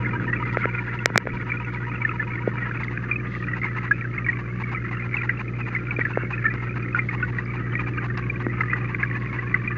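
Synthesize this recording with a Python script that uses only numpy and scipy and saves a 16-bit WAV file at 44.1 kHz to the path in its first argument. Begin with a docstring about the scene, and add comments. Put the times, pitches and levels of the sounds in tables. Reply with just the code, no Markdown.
"""Air bubbles pip without pause, close and far, over a mains hum and the low rumble of the current.
The place is a reef tank; the one microphone is in a waterproof camera held under water.
Bubbles are damped gliding tones with crackling splashes; pumps are mains harmonics; current is coloured noise.
The focus motor on board whirs to and fro in stepped partials, later in short rasps of ticks.
A few knocks and sharp clicks land on the housing, as thumps and damped modes."""
import sys
import numpy as np
from scipy import signal
from scipy.fft import rfft, irfft, next_fast_len
from scipy.io import wavfile
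from scipy.ndimage import uniform_filter1d

SR = 44100
rng = np.random.default_rng(int(sys.argv[2]) if len(sys.argv) > 2 else 0)


def master(y):
    """Save y as 16-bit WAV."""
    cut = np.clip(np.atleast_2d(y).T, -1, 1)
    pcm = np.round(cut * 32767)  # scale
    wavfile.write(sys.argv[1], SR, pcm.astype(np.int16))


N = 430857

# All spectra give relative colour: the noise or clicks shaped by them are scaled to rms 1.
# Nearest bubbles [t/s, peak level/dB, f/Hz, swell time/s]
NEAR_BUBBLES = [(0.047, -21, 1740, 0.0019), (0.056, -22, 2120, 0.0047), (0.063, -24.0, 1650, 0.0034),
                (0.092, -24, 1910, 0.0024), (0.132, -25, 1276, 0.0048), (0.154, -24.5, 1610, 0.0079),
                (0.198, -20.5, 1600, 0.0012), (0.277, -24, 1810, 0.0061), (0.297, -24, 1870, .004),
                (0.328, -16, 1943, 0.0059), (0.332, -20, 1460, 0.001), (0.333, -29, 2640, .003),
                (0.363, -31, 2590, 0.0036), (0.424, -21.5, 1247, 0.0042), (0.544, -23.5, 1327, 0.0058),
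                (0.616, -22.5, 2220, 0.0034), (0.63, -46, 3190, 0.0019), (0.64, -24, 1660, 0.0057),
                (0.64, -17.5, 1370.0, 0.0042), (0.748, -24.5, 2470.0, 0.0036), (0.778, -26.5, 2390, 0.0095),
                (0.789, -23, 2200, 0.0028), (0.878, -25, 1680, 0.0035), (0.989, -27, 2680, 0.0026),
                (1.369, -28, 2350, 0.0028), (1.413, -22.5, 2170, 0.0014), (1.499, -24, 2380, 0.0051),
                (1.517, -17.5, 2300, 0.0038), (1.518, -23, 1960, 0.0025), (1.569, -27, 2450, 0.0043),
                (1.598, -28, 2500, 0.0027), (1.645, -33, 2660, 0.0037), (1.648, -56, 6100, 0.002),
                (1.746, -23.5, 2260, 0.0019), (1.955, -30, 2700, .003), (2.016, -21, 2290.0, 0.0053),
                (2.049, -10.5, 1790, 0.0039), (2.092, -22.5, 2570, 0.002), (2.091, -23, 1330, 0.0035),
                (2.112, -25, 1290, 0.0033), (2.195, -17.5, 1760, 0.007), (2.227, -20.5, 1380, 0.0014),
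                (2.355, -22.5, 2140, 0.0019), (2.374, -27, 1850, 0.0056), (2.617, -23, 1900, 0.01),
                (2.712, -19.5, 1620, 0.0015), (2.766, -28, 2300, .003), (2.833, -19, 2080, 0.0019),
                (2.881, -23, 2130, 0.0021), (2.973, -27, 2440, 0.0025), (2.975, -18.5, 1670, 0.0014),
                (3.04, -25, 1690.0, 0.0024), (3.112, -13, 2440, 0.0038), (3.127, -22, 2380, 0.0056),
                (3.157, -20, 2526, 0.0046), (3.198, -29, 2360, .003), (3.269, -49, 3400, 0.002),
                (3.351, -21, 2020, 0.00091), (3.44, -27.5, 2440, 0.0026), (3.483, -21.5, 1947, 0.0037),
                (3.533, -19.5, 1936, 0.0044), (3.615, -24, 2090, 0.0031), (3.633, -17, 2180, 0.0017),
                (3.642, -16.5, 2170, 0.0031), (3.649, -27.5, 2090, 0.01), (3.665, -27, 1710, 0.003),
                (3.782, -25, 2106, 0.0041), (3.909, -32, 2150.0, 0.0011), (3.909, -18.5, 1360, 0.0027),
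                (3.91, -7.5, 1677, 0.0056), (4.01, -22.5, 2360, 0.0018), (4.049, -23, 1580, 0.0037),
                (4.149, -54, 4770, 0.0017), (4.178, -19.5, 2160, 0.0043), (4.183, -32, 2610, 0.0036),
                (4.244, -26, 2330, 0.0037), (4.262, -24, 1930, 0.0037), (4.262, -21, 2225, 0.0052),
                (4.285, -12.5, 1910, 0.0065), (4.297, -26, 1850, 0.0038), (4.299, -26, 2300, .003),
                (4.329, -21, 2170, 0.0025), (4.636, -24, 2250, 0.0041), (4.744, -26, 1294, 0.0066),
                (4.747, -22, 2300, 0.0024), (4.758, -24, 2260.0, 0.0024), (4.768, -26.5, 2050, 0.007),
                (4.851, -29.5, 1980, 0.0054), (4.927, -24, 1990, 0.0035), (4.969, -35, 2770, 0.0041),
                (4.969, -28, 1340, 0.0034), (5.141, -15.5, 2210, 0.0034), (5.167, -18.5, 2620, 0.0035),
                (5.18, -24.5, 2390, 0.0083), (5.214, -29, 2480, .003), (5.22, -19.5, 2230.0, 0.0012),
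                (5.232, -23.5, 1930, 0.0035), (5.291, -18, 1626, 0.004), (5.293, -10.5, 2000, 0.0025),
                (5.299, -22.5, 1950, 0.0056), (5.373, -34, 2690, 0.0038), (5.395, -28, 2410, 0.0037),
                (5.48, -30.5, 2470, 0.0035), (5.611, -28, 2530, 0.0039), (5.749, -17, 2170, 0.0036),
                (5.759, -26, 1840, 0.005), (5.76, -20.5, 2020, 0.0066), (5.907, -21.5, 2300, 0.005),
                (5.908, -21.5, 2550, 0.002), (5.963, -22, 2410, 0.0039), (6.006, -22, 2290, 0.0047),
                (6.011, -16.5, 1940, 0.0048), (6.05, -15.5, 1724, 0.0047), (6.051, -19, 1950, 0.0038),
                (6.133, -30, 2670, 0.0038), (6.155, -25, 2120, 0.0024), (6.328, -24, 2530, 0.0082),
                (6.376, -29, 1790, 0.0051), (6.379, -29, 2540, 0.0028), (6.441, -25, 1360, 0.0038),
                (6.441, -26, 2170, .003), (6.442, -21, 1755, 0.0041), (6.452, -11.0, 1797, 0.0073),
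                (6.462, -22, 1340, 0.0047), (6.464, -18, 2280, 0.0018), (6.479, -19, 1740, 0.0058),
                (6.504, -25.5, 1980, 0.0082), (6.692, -27.5, 2410, 0.0034), (6.825, -50.5, 4680, 0.0017),
                (6.926, -30, 2540, 0.0039), (6.947, -9.5, 1460, 0.0018), (6.952, -18.5, 1446, 0.0073),
                (6.961, -29, 2430, 0.0036), (6.984, -23, 1410, 0.0024), (6.988, -23, 2400, 0.007),
                (6.988, -16, 2120, 0.0044), (6.99, -20, 1920, 0.0024), (7.087, -19, 2190, 0.0037),
                (7.109, -24.5, 1880, 0.004), (7.213, -50, 3300, 0.0022), (7.225, -16.5, 1490, 0.0075),
                (7.227, -27, 2640, 0.0025), (7.384, -17.5, 1940, 0.0039), (7.453, -47, 4910, 0.0015),
                (7.723, -39, 3020, 0.0022), (7.751, -24.5, 1920, 0.011), (7.753, -18, 2230, 0.0018),
                (7.79, -25.5, 1250, 0.005), (7.793, -25.5, 2440, 0.0035), (7.794, -48, 3140, 0.002),
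                (7.801, -27, 2360, 0.0035), (7.972, -51, 4390, 0.0015), (7.976, -25.5, 1260, .004),
                (7.979, -30, 2710, .003), (7.983, -21.5, 1590, 0.0037), (8.099, -24.5, 1840, 0.0046),
                (8.297, -18, 2380, 0.0041), (8.357, -28, 2390, 0.0034), (8.399, -45, 3230, 0.0018),
                (8.496, -27.5, 2000, 0.0058), (8.605, -20, 1310, 0.0055), (8.606, -17.5, 1720, 0.0024),
                (8.607, -15, 2080, 0.0035), (8.634, -19, 1760, 0.0021), (8.635, -25, 1245, 0.0034),
                (8.681, -24, 1930, 0.0035), (8.696, -27, 2070, 0.0069), (8.729, -21, 1250, 0.0027),
                (8.731, -14.5, 1943, 0.005), (8.734, -16.5, 1600, 0.0016), (8.761, -26, 1510, .003),
                (8.945, -20, 2090, 0.0028), (8.945, -22, 2350, 0.0023), (9.001, -31, 2500, 0.0039),
                (9.029, -13.5, 2130, 0.0016), (9.033, -12, 1690, 0.0029), (9.049, -22, 1660, 0.0018),
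                (9.112, -20, 1860, 0.0022), (9.146, -26, 1770, 0.0022), (9.156, -26.5, 1753, 0.0084),
                (9.199, -52.5, 4610, 0.0015), (9.386, -19.5, 1986, 0.0052), (9.541, -24, 1520, 0.0054),
                (9.542, -8, 2014, 0.0031), (9.675, -17.5, 2430, 0.0038), (9.705, -28, 1180, .003)]
# Splash of a bubble being born, spectrum [f/Hz, level/dB per Hz]
SPLASH_SPECTRUM = [(700, -26), (1100, -1), (1400, 2.5), (2000, 5.5), (2500, -1), (2800, -8.5),
                   (3150, -26.5), (4500, -31), (6800, -37), (7600, -67.5)]
# Blur of far bubbles, spectrum [f/Hz, level/dB per Hz]
FIZZ_SPECTRUM = [(600, -17.5), (900, -10.5), (1250, -5), (1550, -4.5), (2000, -3.5), (2450, -14.5),
                 (2750, -11.5), (3100, -28), (4000, -50.5)]
# Vigour of the distant bubbling [t/s, level/dB]
VIGOUR_CURVE = [(0.0, -34.5), (0.63, -32), (1.09, -36.5), (1.66, -36), (2.47, -35.5), (2.77, -33.5),
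                (3.13, -38), (3.56, -33.5), (4.57, -37.5), (5.22, -34.5), (5.44, -38.5), (6.17, -33),
                (6.61, -35.5), (7.48, -35.5), (7.94, -34.5), (8.22, -37), (8.82, -34.5), (9.77, -33.5)]
# Lowest water resonance, shifting as the camera drifts [t/s, f/Hz]
WATER_MODE_CURVE = [(0, 1270), (.2, 1278), (.45, 1266), (.65, 1425), (1.1, 1312), (1.85, 1260), (2.1, 1313),
                    (2.45, 1262), (2.72, 1344), (3, 1202), (3.35, 1210), (3.55, 1325), (3.75, 1290),
                    (3.97, 1354), (4.2, 1255), (4.32, 1145), (4.55, 1152), (4.75, 1298), (5.2, 1407),
                    (5.5, 1291), (5.85, 1394), (6.05, 1343), (6.3, 1410), (6.6, 1316), (6.85, 1332),
                    (7.1, 1228), (7.3, 1107), (7.6, 1280), (7.9, 1242), (8.3, 1095), (8.55, 1273),
                    (8.95, 1143), (9.35, 1063), (9.77, 1225)]
# Higher water resonances, around which they wander [f/Hz, level/dB]
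UPPER_WATER_MODES = [(1780, -14), (2060, -9.5), (2400, -12.5)]
# Fine spray of the smallest bubbles, spectrum [f/Hz, level/dB per Hz]
SPRAY_SPECTRUM = [(2600, -8.5), (3300, 4), (4000, -1), (5000, -6), (6500, -17), (7400, -18), (8000, -44.5)]
# Brief swishes of spray close by [t of the middle/s, length/s, level/dB]
SWISH_TIMES = [(0.535, 0.037, -50.5), (0.6, 0.082, -55), (0.948, 0.045, -55), (1.35, 0.053, -58),
               (1.74, 0.054, -55), (2.842, 0.025, -48.5), (3.368, 0.28, -57)]
# Knocks on the housing; clacks and snap are relative to the thump
# [t/s, level/dB, thump f/Hz, low clack level/dB, high clack level/dB, snap level/dB]
KNOCK_TIMES = [(0.5707, -11, 483, 6.5, 6, -50), (0.6549, -12, 415, 5, 7.5, -59),
               (1.058, -6, 477, 12, 13.5, 0.5), (1.1018, -18.5, 330, 6, -9, -45),
               (1.156, -12, 170, -14, -14, -45), (1.1581, -2.5, 817, 7, -27, -28),
               (1.177, -4.5, 477, 13, 15.5, 4.5), (1.255, -20, 380, -16, -2, -39),
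               (1.2712, -13.5, 473, 6.5, 5, -49), (2.476, -7.5, 423, -25, -30, -58),
               (5.988, -14.5, 366, -14, -13, -45), (5.993, -26, 596, 17, 18.5, -56),
               (6.1733, -9, 465, 1.5, -8, -65), (6.2342, -20, 330, -8, -19, -43),
               (6.539, -28, 254, 10, 0, -9.5), (8.1757, -44, 400, 7, 5, 15),
               (8.466, -11.5, 277, 2, -6, -50)]
# Housing modes damped by the water; the first two are the low and high clack [f/Hz, level/dB, t60/s]
HOUSING_MODES = [(1430, 1.5, 0.0033), (2204, 1.5, 0.0036), (3600, 6.5, 0.0014), (5270, 3.5, 0.0035),
                 (7800, 2.5, 0.0022)]
# Housing panel ringing on after a thump [f/Hz, level relative to the thump/dB, t60/s]
PANEL_MODE = (470, -14.5, .016)
# Housing nudged in the hand [t/s, peak level/dB, f/Hz, swell time/s]
HAND_NUDGE = (1.318, -35, 41, .02)
# Focus motor partials, before trim and fade [multiple of step rate, level out/dB, level back/dB]
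MOTOR_PARTIALS = [(1, -52.5, -48.5), (2, -40, -48.5), (3, -52.5, -39), (4, -53, -46), (4.5, -57, -52),
                  (6, -56, -66.5), (7, -73, -64)]
# Short focus corrections, before trim [t of the middle/s, level/dB]
RASP_TIMES = [(2.815, -39), (2.866, -47), (2.921, -43), (3.039, -43), (3.577, -39), (3.653, -36.5),
              (3.777, -37.5), (3.844, -38), (4.309, -46), (4.4, -40), (4.613, -38), (4.729, -36.5),
              (4.925, -39), (5.058, -40.5), (5.157, -40.5), (5.246, -38), (5.405, -39), (5.598, -40.5),
              (5.68, -39), (5.739, -40.5), (5.932, -42), (6.109, -40.5), (6.317, -38), (6.55, -43),
              (6.634, -41), (6.77, -39), (6.977, -39.5), (7.141, -37.5), (7.293, -42), (7.394, -40),
              (7.55, -39.5), (7.81, -37.5), (7.884, -38), (8.052, -37.5), (8.185, -36), (8.415, -38),
              (8.611, -39.5), (8.777, -39.5), (8.902, -42), (9.014, -41.5), (9.167, -39.5), (9.34, -42)]
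# Lens drive rattle, spectrum [f/Hz, level/dB per Hz]
RASP_SPECTRUM = [(500, -30), (700, -8.5), (820, -2), (1050, 3.5), (1350, -4.5), (1750, 1.5), (2300, -4.5),
                 (2750, -6.5), (3200, -28), (3800, -24), (4800, -29), (7000, -37), (8000, -67.5)]
# Pump hum harmonics [multiple of the mains, level relative to the hum curve/dB]
HUM_HARMONICS = [(1, -11), (2, 0.68), (3, -10), (4, -19), (6, -14.5)]
# Hum as the camera drifts about the tank [t/s, level/dB]
HUM_CURVE = [(0, -28.5), (.5, -29.5), (1.1, -32), (3, -31.5), (6, -31), (8.2, -29.5), (9.77, -30.5)]
# Rumble of the current, spectrum [f/Hz, level/dB per Hz]
CURRENT_SPECTRUM = [(25, -26.5), (50, -14), (68, -4), (83, -11), (98, -0.5), (140, 2), (165, -2.5),
                    (205, 1), (250, -7), (295, -0.5), (370, -10), (480, -11), (650, -23.5), (900, -29),
                    (1400, -33.5)]
# Strength of the current at the housing, before trim [t/s, level/dB]
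CURRENT_CURVE = [(0, -34.5), (.3, -33.5), (.65, -40.5), (1.33, -36.5), (1.55, -41), (2.3, -38),
                 (4.6, -39.5), (7, -37.5), (8.5, -37), (9.77, -39)]
# Microphone hiss, spectrum [f/Hz, level/dB per Hz]
HISS_SPECTRUM = [(2000, 4), (4800, 3), (6000, 3.5), (7100, -4.5), (7600, -16.5), (8100, -34), (15000, -43)]

RING_WIDTH_HZ = 26  # decay setting of each water resonance
DEAD_HZ = 2800  # between its modes the housing hardly moves
STEP_HZ = 479.5  # motor steps per second
HUNT_PERIOD_S, MOVE_S, HUNT_END_S = .13347, .038, 2.79  # to and fro; one move; last moves start before this
MAINS_HZ, WHINE_HZ, WHINE_DB = 60.0, 2991, -71.5
NOTCH_HZ = 5430  # narrow hollow in the treble
OVERLOAD = .73  # input ceiling, full scale = 1
TOP_HOLLOW_HZ, TOP_ROLLOFF_HZ, CUTOFF_HZ = 9800, 10500, 17200  # recorder's top end


def near_bubbles():
    """The bubbles close by, each heard as a damped pip of its own with a small splash."""
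    return bubbling(np.array(NEAR_BUBBLES), splash_db=-19.0, splash_s=0.0028, glide=-0.0027, scoop=0.049)


def passing_bubbles(level_db=-2.5, size_db=0.7, low_hz=1450, high_hz=2500, swell_s=0.0028,
                    gap_s=.011, slide=.045, pitch_spread=0.027, count=210, size=4):
    """A little farther off, air pinches off in uneven chains; pitch slides up or down along each."""
    when, pitch, direction = rng.random((count, 3)).T[:, :, None]
    chance = np.clip(rng.standard_normal((count, size, 4)), -2, 1.5)
    loud, damping, detune, late = chance.transpose(2, 0, 1)
    place = np.arange(size) - (size - 1) / 2
    chain_s = (np.arange(count)[:, None] + when) / count * N / SR
    s = np.abs(chain_s + gap_s * (place + late / 2))
    chain_hz = low_hz + (high_hz - low_hz) * pitch
    hz = chain_hz * np.exp(slide * (2 * direction - 1) * place + pitch_spread * detune)
    rows = np.stack([s, level_db + size_db * loud, hz, swell_s * np.exp(damping / 2)], axis=-1)
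    return bubbling(rows[hz < high_hz], splash_db=-8.0, splash_s=0.0021,
                    glide=-0.0022, scoop=0.071, glide_spread=0.017)


def swarm(centre_hz=2000, pitch_spread=.2, top_hz=2550, fall_db_per_octave=63.0,
          size_db=2.0, cycles=11.2, count=1300):
    """Small bubbles born at random, weaker the higher they sound above the top pitch; rms 1."""
    pitch, size, damping = rng.standard_normal((count, 3)).T
    hz = centre_hz * np.exp(pitch_spread * pitch)
    octaves_above = np.maximum(np.log2(hz / top_hz), 0)
    db = size_db * np.minimum(size, 1) - fall_db_per_octave * octaves_above
    swell = cycles / hz * np.exp(damping / 3)
    rows = np.c_[rng.uniform(0, N / SR, count), db, hz, swell]
    return rms_one(bubbling(rows, splash_db=-7.5, splash_s=0.0025, glide=-0.0026, scoop=0.078))


def bubbling(rows, splash_db, splash_s, glide, scoop, glide_spread=0.0032):
    """Each bubble [t/s, level/dB, f/Hz, swell/s] is a gliding tone with a crackling splash at its start."""
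    tones, splashes = np.zeros(N), np.zeros(N)
    age = np.arange(SR // 25) / SR / splash_s
    burst = age * np.exp(1 - age)
    chance = rng.uniform(-1, 1, (len(rows), 2))
    for (s, db, hz, swell), (bend, rise) in zip(rows, chance):
        tone = pip(hz, swell, glide + glide_spread * bend, scoop * (1 + rise))
        add(tones, s, from_db(db) * tone)
        add(splashes, s, from_db(db + splash_db) * burst)
    return tones + splashes * crackle(SPLASH_SPECTRUM, per_s=5000)


def pip(hz, swell, glide=0.0, scoop=0.0, fall=1.49):
    """A damped tone scoops up to pitch as it swells, then glides as it dies; envelope peak 1."""
    age = np.arange(int(5 * swell * SR) + 1) / SR / swell  # in swell times
    pitch = hz * (1 + glide * (age - 1) - scoop * np.exp(-2 * age))
    envelope = age * np.exp((1 - age ** fall) / fall)
    return envelope * np.sin(2 * np.pi * np.cumsum(pitch) / SR)


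def water_rings(gurgle, lowest_db=-6.0, wander=.05, even_s=0.061):
    """Bubbling keeps the water's shifting resonances sounding; the lowest is evened out in level."""
    lowest = ring(gurgle, in_time(WATER_MODE_CURVE)[0])
    power = np.abs(uniform_filter1d(lowest ** 2, int(even_s * SR))) + 1e-6
    lowest = rms_one(lowest / power ** (1 / 4))  # halves the swings in dB
    upper = sum(from_db(db) * ring(gurgle, hz * np.exp(wander * drift(5)))
                for hz, db in UPPER_WATER_MODES)
    return from_db(lowest_db) * lowest + upper


def ring(x, hz):
    """A narrow resonance whose centre moves, set ringing by x; rms 1."""
    carrier = np.exp(2j * np.pi * np.cumsum(hz) / SR)
    r = np.exp(-2 * np.pi * RING_WIDTH_HZ / SR)
    # shift the centre down to zero, smooth, and shift back up
    smoothed = signal.lfilter([1 - r], [1, -r], x / carrier)
    return rms_one((smoothed * carrier).real)


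def spray(level_db=-34.5, gust_db=2.5, swell_db=0.9):
    """The smallest bubbles crackle faintly, tick by tick, in quick gusts on slower swells."""
    gain = from_db(level_db + gust_db * drift(21) + swell_db * drift(6.0))
    return gain * crackle(SPRAY_SPECTRUM, per_s=1500)


def swishes():
    """Puffs of fine bubbles brush past the housing: dense clicks under short smooth envelopes."""
    gate = np.zeros(N)
    for s, length, db in SWISH_TIMES:
        add(gate, s - length / 2, from_db(db) * signal.windows.hann(int(length * SR)))
    return gate * crackle(SPRAY_SPECTRUM, per_s=6000)


def knocks(thump_cycles=0.55, low_cut_hz=200, clack_cut_hz=2600, light_cut_hz=5300, hard_cut_hz=8200):
    """Each contact thumps and rings the panel, two clack modes and a bright snap in its own mix."""
    out, t = np.zeros(N), np.arange(SR // 20) / SR
    modes = [(-1) ** k * damped_mode(t, *mode) for k, mode in enumerate(HOUSING_MODES)]
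    low, high, *bright = modes
    panel = damped_mode(t, *PANEL_MODE)
    soften = signal.butter(6, clack_cut_hz, fs=SR, output="sos")
    for s, db, hz, low_db, high_db, snap_db in KNOCK_TIMES:
        # a weaker snap is duller
        cut_hz = np.interp(db + snap_db, [-25, -8], [light_cut_hz, hard_cut_hz])
        snap = signal.sosfilt(signal.butter(12, cut_hz, fs=SR, output="sos"), sum(bright))
        clack = signal.sosfilt(soften, from_db(low_db) * low + from_db(high_db) * high)
        add(out, s, from_db(db) * pip(hz, thump_cycles / hz))
        add(out, s, from_db(db) * (panel - clack - from_db(snap_db) * snap))
    out = signal.sosfilt(signal.butter(2, low_cut_hz, "high", fs=SR, output="sos"), out)
    out = signal.lfilter(*signal.iirnotch(DEAD_HZ, 5, fs=SR), out)
    s, db, hz, swell = HAND_NUDGE
    add(out, s, from_db(db) * pip(hz, swell))
    return out


def damped_mode(t, hz, db, t60):
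    """One mode of the housing, dying by 60 dB in t60."""
    return from_db(db - 60 * t / t60) * np.sin(2 * np.pi * hz * t)


def focus_hunt(level_db=0.4, uneven_db=1.5, rattle_db=-44.0, jitter=0.1, fade_db_per_s=1.5):
    """A stepper moves the lens out and back, a different buzz each way, with uneven steps, slowly fading."""
    out, moving = np.zeros(N), np.zeros(N)
    gate = signal.windows.tukey(int(MOVE_S * SR), .35)
    turn = 2 * np.pi * STEP_HZ * np.arange(N) / SR + jitter * drift(200)
    phases = rng.uniform(0, 2 * np.pi, len(MOTOR_PARTIALS))
    starts = np.maximum(np.arange(0, HUNT_END_S, HUNT_PERIOD_S / 2) - MOVE_S / 10, 0)
    for move, s in enumerate(starts):
        add(moving, s, gate)
        angle = turn[int(s * SR):][:len(gate)]
        fade_db = fade_db_per_s * (HUNT_END_S / 2 - s)
        for (k, *levels), phase in zip(MOTOR_PARTIALS, phases):
            gain = from_db(levels[move % 2] + level_db + fade_db + uneven_db * rng.normal())
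            add(out, s, gain * gate * np.sqrt(2) * np.sin(k * angle + phase))
    return out + from_db(rattle_db) * moving * noise(RASP_SPECTRUM)


def focus_rasps(level_db=3.5, length_s=0.035, edge_share=.4, ticks_per_s=2400, stagger=.3):
    """Brief runs of the lens drive: a rattle of ticks at a jittering rate, each up or down by chance."""
    gate, shape = np.zeros(N), signal.windows.tukey(int(length_s * SR), edge_share)
    for s, db in RASP_TIMES:
        add(gate, s - length_s / 2, from_db(db + level_db) * shape)
    travel = np.cumsum(ticks_per_s * np.exp(stagger * drift(200))) / SR
    # one tick each time the travel passes a whole number
    ticks = np.diff(np.floor(travel), prepend=0) * rng.choice([-1, 1], N)
    return gate * coloured(ticks, RASP_SPECTRUM)


def pumps():
    """Mains-driven pumps hum in harmonics that follow one level curve, beside a thin, steady whine."""
    t, (level_db,) = np.arange(N) / SR, in_time(HUM_CURVE)
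    lines = [(k * MAINS_HZ, db + level_db) for k, db in HUM_HARMONICS]
    lines.append((WHINE_HZ, WHINE_DB))
    return sum(np.sqrt(2) * from_db(db) * np.sin(2 * np.pi * hz * t + rng.uniform(0, 2 * np.pi))
               for hz, db in lines)


def current(level_db=2.5):
    """The current rumbles at the housing: low coloured noise of changing strength."""
    (rumble_db,) = in_time(CURRENT_CURVE)
    return from_db(rumble_db + level_db) * noise(CURRENT_SPECTRUM)


def microphone_hiss(level_db=-67.5):
    """Steady coloured noise of the microphone."""
    return from_db(level_db) * noise(HISS_SPECTRUM)


def noise(spectrum):
    """Smooth noise of a given colour, rms 1."""
    return coloured(rng.standard_normal(N), spectrum)


def crackle(spectrum, per_s):
    """Random clicks of a given colour, rms 1."""
    clicks = rng.standard_normal(N) * (rng.random(N) < per_s / SR)
    return coloured(clicks, spectrum)


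def coloured(x, spectrum):
    """Give a white excitation its colour, with falling skirts beyond the table's ends; rms 1."""
    hz, db = np.transpose(spectrum)
    size = next_fast_len(N, True)
    f = np.maximum(np.fft.rfftfreq(size, 1 / SR), 1)
    skirts = np.minimum(f / hz[0], 1) ** 2 * np.minimum(hz[-1] / f, 1) ** 4
    gain = from_db(np.interp(np.log(f), np.log(hz), db)) * skirts
    return rms_one(irfft(rfft(x, size) * gain, size)[:N])


def drift(rate):
    """Chance values, rate per second, joined by straight lines; rms 1."""
    knots = rng.standard_normal(2048)
    return rms_one(np.interp(np.arange(N) / SR * rate, np.arange(len(knots)), knots))


def in_time(rows):
    """Each column of a curve, sample by sample."""
    s, *columns = np.transpose(rows)
    return [np.interp(np.arange(N) / SR, s, column) for column in columns]


def add(out, s, sound):
    """Mix a short sound in at time s."""
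    i = int(np.clip(round(s * SR), 0, N - 1))
    out[i:i + len(sound)] += sound[:N - i]


def from_db(db):
    """Decibels to gain."""
    return 10 ** (np.asarray(db) / 20)


def rms_one(x):
    """Scale to rms 1."""
    return x / np.sqrt(np.mean(x ** 2) + 1e-20)


def scene(swarm_db=-11.0, fizz_db=-14.5, churn_db=5.0, surge_db=1.8, ring_db=-3.5):
    """Everything as it reaches the one microphone; one vigour curve drives all the distant bubbling."""
    (vigour_db,) = in_time(VIGOUR_CURVE)
    surge = from_db(surge_db * drift(45))
    fizz = surge * from_db(fizz_db + churn_db * drift(60)) * noise(FIZZ_SPECTRUM)
    gurgle = fizz + passing_bubbles()
    rings = from_db(ring_db) * water_rings(gurgle)
    fine = surge * (from_db(swarm_db) * swarm() + spray())
    wash = from_db(vigour_db) * (gurgle + rings + fine)
    tank = near_bubbles() + wash + swishes() + pumps() + current()
    camera = focus_hunt() + focus_rasps() + microphone_hiss()
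    bed = signal.lfilter(*signal.iirnotch(NOTCH_HZ, 15, fs=SR), tank + camera)
    fade_in = np.sin(np.pi / 2 * np.minimum(np.arange(N) / SR / .003, 1)) ** 2  # over 3 ms
    return (fade_in * bed + knocks())[None]


def record(dry, knee_db=0.5, release_db_per_s=53.0, attack_s=0.0003):
    """Sharp clicks overload the input, and the gain control ducks briefly after them; the top is dulled."""
    recovery = release_db_per_s * np.arange(N) / SR
    over = np.maximum(20 * np.log10(np.abs(dry[0]) + 1e-9) - knee_db, 0)
    # hold each peak, letting it fall at the release rate
    held = np.maximum.accumulate(over + recovery) - recovery
    r = np.exp(-1 / (attack_s * SR))
    reduction_db = signal.lfilter([1 - r], [1, -r], held)
    ducked = dry * from_db(-reduction_db)
    clipped = ducked / (1 + (ducked / OVERLOAD) ** 24) ** (1 / 24)
    hollowed = signal.lfilter(*signal.iirnotch(TOP_HOLLOW_HZ, 6, fs=SR), clipped)
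    dulled = signal.sosfilt(signal.butter(2, TOP_ROLLOFF_HZ, fs=SR, output="sos"), hollowed)
    return signal.sosfilt(signal.cheby2(12, 70, CUTOFF_HZ, fs=SR, output="sos"), dulled)


dry = scene()
out = record(dry)
master(out)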